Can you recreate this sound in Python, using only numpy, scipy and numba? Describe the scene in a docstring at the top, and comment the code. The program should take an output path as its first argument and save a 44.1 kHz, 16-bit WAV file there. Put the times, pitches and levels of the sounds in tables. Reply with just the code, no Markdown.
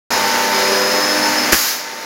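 """A pump drive hums and whines, its speed slowly wandering, over a rushing, finely rattling noise:
a bottle-filling machine in a small workshop. The tones follow the drive speed; the rush throbs with it.
At about 1.5 s a pneumatic valve knocks over against the steel frame and vents a short burst of air.
The phone's gain control ducks and stays down while the drive runs on."""
import sys
import numpy as np
from scipy import signal
from scipy.fft import rfft, irfft
from scipy.io import wavfile
from scipy.ndimage import uniform_filter1d
from numba import njit

SR = 44100
rng = np.random.default_rng(int(sys.argv[2]) if len(sys.argv) > 2 else 0)


def unload_wav(signal):
    """Save mono or channel-first audio to the path in sys.argv[1] as 16-bit WAV at rate SR, clipped to [-1, 1]."""
    wavfile.write(
        sys.argv[1],
        SR,
        np.round(np.clip(np.atleast_2d(signal).T, -1, 1) * 32767).astype(np.int16),
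    )


N = 90404
TIME_S = np.arange(N) / SR

NOMINAL_HZ, THIRD_HZ, WHINE_HZ = 301, 900.3, 5117
FLUTTER_DB, FLUTTER_DB_PER_HZ = 2, .4
# Drive speed as hum pitch: time_s, pitch_hz
DRIVE_SPEED = [(.11, 303), (.3, 301.1), (.45, 301.1), (.6, 299.8), (.8, 299.5), (.95, 301.8), (1.2, 306.2),
               (1.4, 306.2), (1.52, 302.6), (1.7, 301.1)]
# Third harmonic: time_s, level_db
THIRD_LEVEL = [(.11, -28), (.19, -24), (.4, -19.5), (.65, -26), (.86, -33.5), (.97, -23.5), (1.07, -33.5),
               (1.28, -22), (1.45, -32.5), (1.7, -27.5), (2.04, -26)]
# Gear whine: time_s, level_db
WHINE_LEVEL = [(.1, -27), (.31, -28.5), (.38, -43), (.5, -35), (.545, -26), (.82, -23), (.93, -26),
               (1.08, -24), (1.43, -23.5), (1.51, -34), (2.04, -35)]
# Tones that swell or dip once: nominal_pitch_hz, base_db, centre_s, half_length_s, swell_db
SWELLING_TONES = [(89.7, -64, 0.2, .09, 18), (207, -42.5, 0.84, 0.61, 9), (242.4, -41, .26, 0.45, 7.5),
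                  (239.8, -50.5, 1.45, .12, 22), (249.8, -55, 1.27, 0.42, 22),
                  (298.6, -37, 1.27, 0.33, 9.5), (389.4, -40, .74, .32, 15), (425, -48.5, 0.75, .25, 9),
                  (483.7, -38.5, 1.2, 0.21, -1), (507, -34, 0.85, 0.34, 10), (600.2, -34, 0.93, 0.41, 8.5),
                  (802, -37.5, 0.39, 0.21, 4), (839, -43.5, 0.24, 0.38, 12.5), (848, -46.5, 1.28, .14, 18),
                  (958, -44, 0.18, 0.3, 11), (994, -42.5, 0.71, 0.43, 12.5), (1200, -37.5, 1.05, 0.54, 2),
                  (1496, -41, 0.36, 0.17, 11), (1797, -36.5, 0.94, 0.28, 2), (4816, -55, 1.37, 0.16, 19),
                  (10300, -43, 1.25, 0.1, 5.5)]
# Tones of constant mean level: nominal_pitch_hz, level_db
STEADY_TONES = [(355, -64), (692, -40), (1107, -36.5), (1290, -39.5), (1345, -38.5), (1588, -41),
                (1716, -37.5), (1864, -44), (2040, -37.5), (2303, -41), (2393, -42)]


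def drive(turns):
    """Hum and gear whine, locked to the drive speed; the whine flutters more as it speeds up."""
    def tone(hz, db, waver, waver_per_s):
        spin = np.exp(2j * np.pi * (hz / NOMINAL_HZ * turns + rng.random()))
        wobble = 1 + waver * (walk(waver_per_s) + 1j * walk(waver_per_s))
        return np.sqrt(2) * undb(db) * np.real(spin * wobble) / np.sqrt(1 + 2 * waver ** 2)

    depth_db = FLUTTER_DB + FLUTTER_DB_PER_HZ * (curve(DRIVE_SPEED) - NOMINAL_HZ)
    flutter_db = depth_db * np.tanh(2.1 * walk(per_s=45))
    hum = tone(THIRD_HZ, curve(THIRD_LEVEL), waver=.12, waver_per_s=12.3)
    whine = tone(WHINE_HZ, curve(WHINE_LEVEL) + flutter_db, waver=.13, waver_per_s=70)
    for hz, base_db, centre_s, half_length_s, swell_db in SWELLING_TONES:
        swell = np.exp(-((TIME_S - centre_s) / half_length_s) ** 2)
        hum += tone(hz, base_db + swell_db * swell, waver=.12, waver_per_s=14.24)
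    for hz, db in STEADY_TONES:
        hum += tone(hz, db, waver=.4, waver_per_s=13.75)
    return hum + whine


RUSH_DB, THROB_DEPTH, FLICKER_DB = -20.5, .11, .51
RATTLE_DB, RATTLE_PER_S, RATTLE_SPREAD_DB = -27, 800, 2.6
# Pump noise spectrum: freq_hz, relative_db
PUMP_SPECTRUM = [(30, -41), (90, -16), (150, -10), (230, -6), (550, 0.5), (1000, -1.5), (1900, 1.5),
                 (2400, -2), (3200, -7.5), (4600, -3.5), (6800, -5.5), (7900, -18.5), (9400, -17),
                 (10600, -13.5), (15500, -16)]


def pump(turns):
    """Rushing noise that throbs with the drive, plus a fine rattle of small ticks."""
    throb = 1 + THROB_DEPTH * np.cos(2 * np.pi * turns)
    rush = rng.standard_normal(N) * throb * undb(FLICKER_DB * walk(per_s=40.58))
    tick_db = RATTLE_SPREAD_DB * np.minimum(rng.exponential(size=N), 3)
    polarity = rng.choice([-1, 1], N)
    is_tick = rng.random(N) < RATTLE_PER_S / SR
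    rattle = unit_rms(undb(tick_db) * polarity * is_tick)
    return colour(undb(RUSH_DB) * rush + undb(RATTLE_DB) * rattle, PUMP_SPECTRUM)


KNOCK_ATTACK_S, RING_START_S = .0018, 1.5305
# Valve and cylinder knocks: start_s, level_db, decay_s
VALVE_KNOCKS = [(1.5233, -4, 0.012), (1.529, 1, 0.0088), (1.542, -2, 0.0064)]
# Knock spectrum: freq_hz, relative_db
KNOCK_SPECTRUM = [(25, -14), (55, -10), (110, -5), (220, 0), (450, -1), (800, -3), (1450, -4), (2400, -4.5),
                  (4000, -16), (12000, -31)]
# Steel frame modes: pitch_hz, level_db, t60_s
FRAME_MODES = [(56, -10.5, 0.14), (1360, -3, 0.027), (1460, -1.5, 0.021), (1670, -3.5, 0.093)]


def knocks():
    """Valve and cylinder knock against the steel frame, which rings briefly."""
    force = np.zeros(N)
    for start_s, db, decay_s in VALVE_KNOCKS:
        age_s = since(start_s)
        force += undb(db) * np.minimum(age_s / KNOCK_ATTACK_S, 1) * np.exp(-age_s / decay_s)
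    ring_s = since(RING_START_S)
    ring = np.zeros(N)
    for hz, db, t60_s in FRAME_MODES:
        ring += undb(db) * np.sin(2 * np.pi * hz * ring_s) * fade(ring_s, t60_s)
    return colour(force * rng.standard_normal(N), KNOCK_SPECTRUM) + ring


VENT_START_S, VENT_ATTACK_S, VENT_HOLD_S, VENT_RELEASE_S = 1.519, .014, .2, .06
AIR_DB, AIR_SAG_DB_PER_S = -2.5, 27.5
SPURT_DB, SPURT_DECAY_S = -3, .034
# Escaping air spectrum: freq_hz, relative_db
AIR_SPECTRUM = [(100, -32), (500, -8), (1000, -0.5), (1700, 1), (2700, -1.5), (3500, -4), (4900, 3.5),
                (7000, 1), (8200, -12), (9600, -7.5), (11500, -0.5), (15500, -3.5)]
# Overpressure spurt spectrum: freq_hz, relative_db
SPURT_SPECTRUM = [(300, -26), (1500, 0), (3500, -19), (6000, 5.5), (8500, -4), (11500, -1), (15500, -3)]


def vent():
    """Air spurts brightly from the exhaust, weakens as the pressure falls, then dies away."""
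    age_s = since(VENT_START_S)
    opening = np.minimum(age_s / VENT_ATTACK_S, 1)
    release = np.exp(-since(VENT_START_S + VENT_HOLD_S) / VENT_RELEASE_S)
    flow = opening * undb(AIR_DB - AIR_SAG_DB_PER_S * age_s) * release
    overpressure = opening * undb(SPURT_DB) * np.exp(-age_s / SPURT_DECAY_S)
    hiss = colour(flow * rng.standard_normal(N), AIR_SPECTRUM)
    spurt = colour(overpressure * rng.standard_normal(N), SPURT_SPECTRUM)
    return hiss + spurt


ROOM_LOW_HZ, ROOM_SPLIT_HZ = 121, 8500
ROOM_T60_S, TREBLE_T60_S, ROOM_DELAY_S = .63, .28, .006


def room(x, wet_db):
    """Adds the diffuse ring of the workshop walls: little bass, and the treble dies sooner."""
    low_cut = signal.butter(3, ROOM_LOW_HZ, "high", fs=SR, output="sos")
    noise = signal.sosfilt(low_cut, rng.standard_normal(N))
    body = signal.sosfiltfilt(signal.butter(3, ROOM_SPLIT_HZ, fs=SR, output="sos"), noise)
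    treble = noise - body
    tail = body * fade(TIME_S, ROOM_T60_S) + treble * fade(TIME_S, TREBLE_T60_S)
    tail *= TIME_S > ROOM_DELAY_S
    return x + undb(wet_db) * signal.fftconvolve(x, tail / np.linalg.norm(tail))[:N]


def undb(db):
    return 10 ** (np.asarray(db) / 20)


def unit_rms(x):
    return x / np.sqrt(np.mean(x ** 2))


def since(start_s):
    return np.maximum(TIME_S - start_s, 0)


def fade(age_s, t60_s):
    return undb(-60 * age_s / t60_s)


def curve(rows):
    """Straight lines through rows of time_s, value."""
    return np.interp(TIME_S, *np.array(rows).T)


def walk(per_s):
    """Smooth random drift, about per_s changes a second; spread near 1."""
    hold = int(SR / per_s)
    steps = np.repeat(rng.standard_normal(N // hold + 1), hold)
    return 1.56 * uniform_filter1d(uniform_filter1d(steps, hold), hold)[:N]


def colour(x, spectrum):
    """Minimum-phase filter through rows of freq_hz, relative_db; keeps white-noise power."""
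    hz, db = np.array(spectrum).T
    bins_hz = np.fft.rfftfreq(2 * N, 1 / SR)
    gain = unit_rms(undb(np.interp(np.log(bins_hz + 1), np.log(hz), db)))
    cepstrum = irfft(np.log(gain))
    causal_fold = np.r_[1, np.full(N - 1, 2), 1, np.zeros(N - 1)]
    return irfft(rfft(x, 2 * N) * np.exp(rfft(cepstrum * causal_fold)))[:N]


@njit
def follow(x, attack_s, release_s):
    """One-pole level follower with separate rise and fall times."""
    out, level = np.empty(len(x)), 0.
    for i in range(len(x)):
        lag_s = attack_s if x[i] > level else release_s
        level += (x[i] - level) / (lag_s * SR)
        out[i] = level
    return out


def scene():
    """Machine and valve in the workshop, the same in both channels."""
    turns = np.cumsum(curve(DRIVE_SPEED)) / SR
    sound = drive(turns)
    sound += room(pump(turns) + vent(), wet_db=-4.5)
    sound += room(knocks(), wet_db=-13)
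    return np.array([sound, sound])


START_S, AGC_THRESHOLD_DB, SATURATION_DB, TOP_HZ = .105, -13, .8, 15800


def record(dry):
    """The phone starts abruptly, ducks its gain on the burst, rounds the peaks and cuts the top."""
    rms = np.sqrt(np.abs(uniform_filter1d(dry[0] ** 2, size=220)))
    held = follow(rms, attack_s=.017, release_s=6)
    gain = np.minimum(1, undb(AGC_THRESHOLD_DB) / (held + 1e-9))
    ducked = dry * gain * (TIME_S > START_S)
    rounded = ducked / (1 + (ducked / undb(SATURATION_DB)) ** 4) ** .25
    return signal.sosfilt(signal.ellip(10, .2, 70, TOP_HZ, fs=SR, output="sos"), rounded)


dry = scene()
out = record(dry)
unload_wav(out)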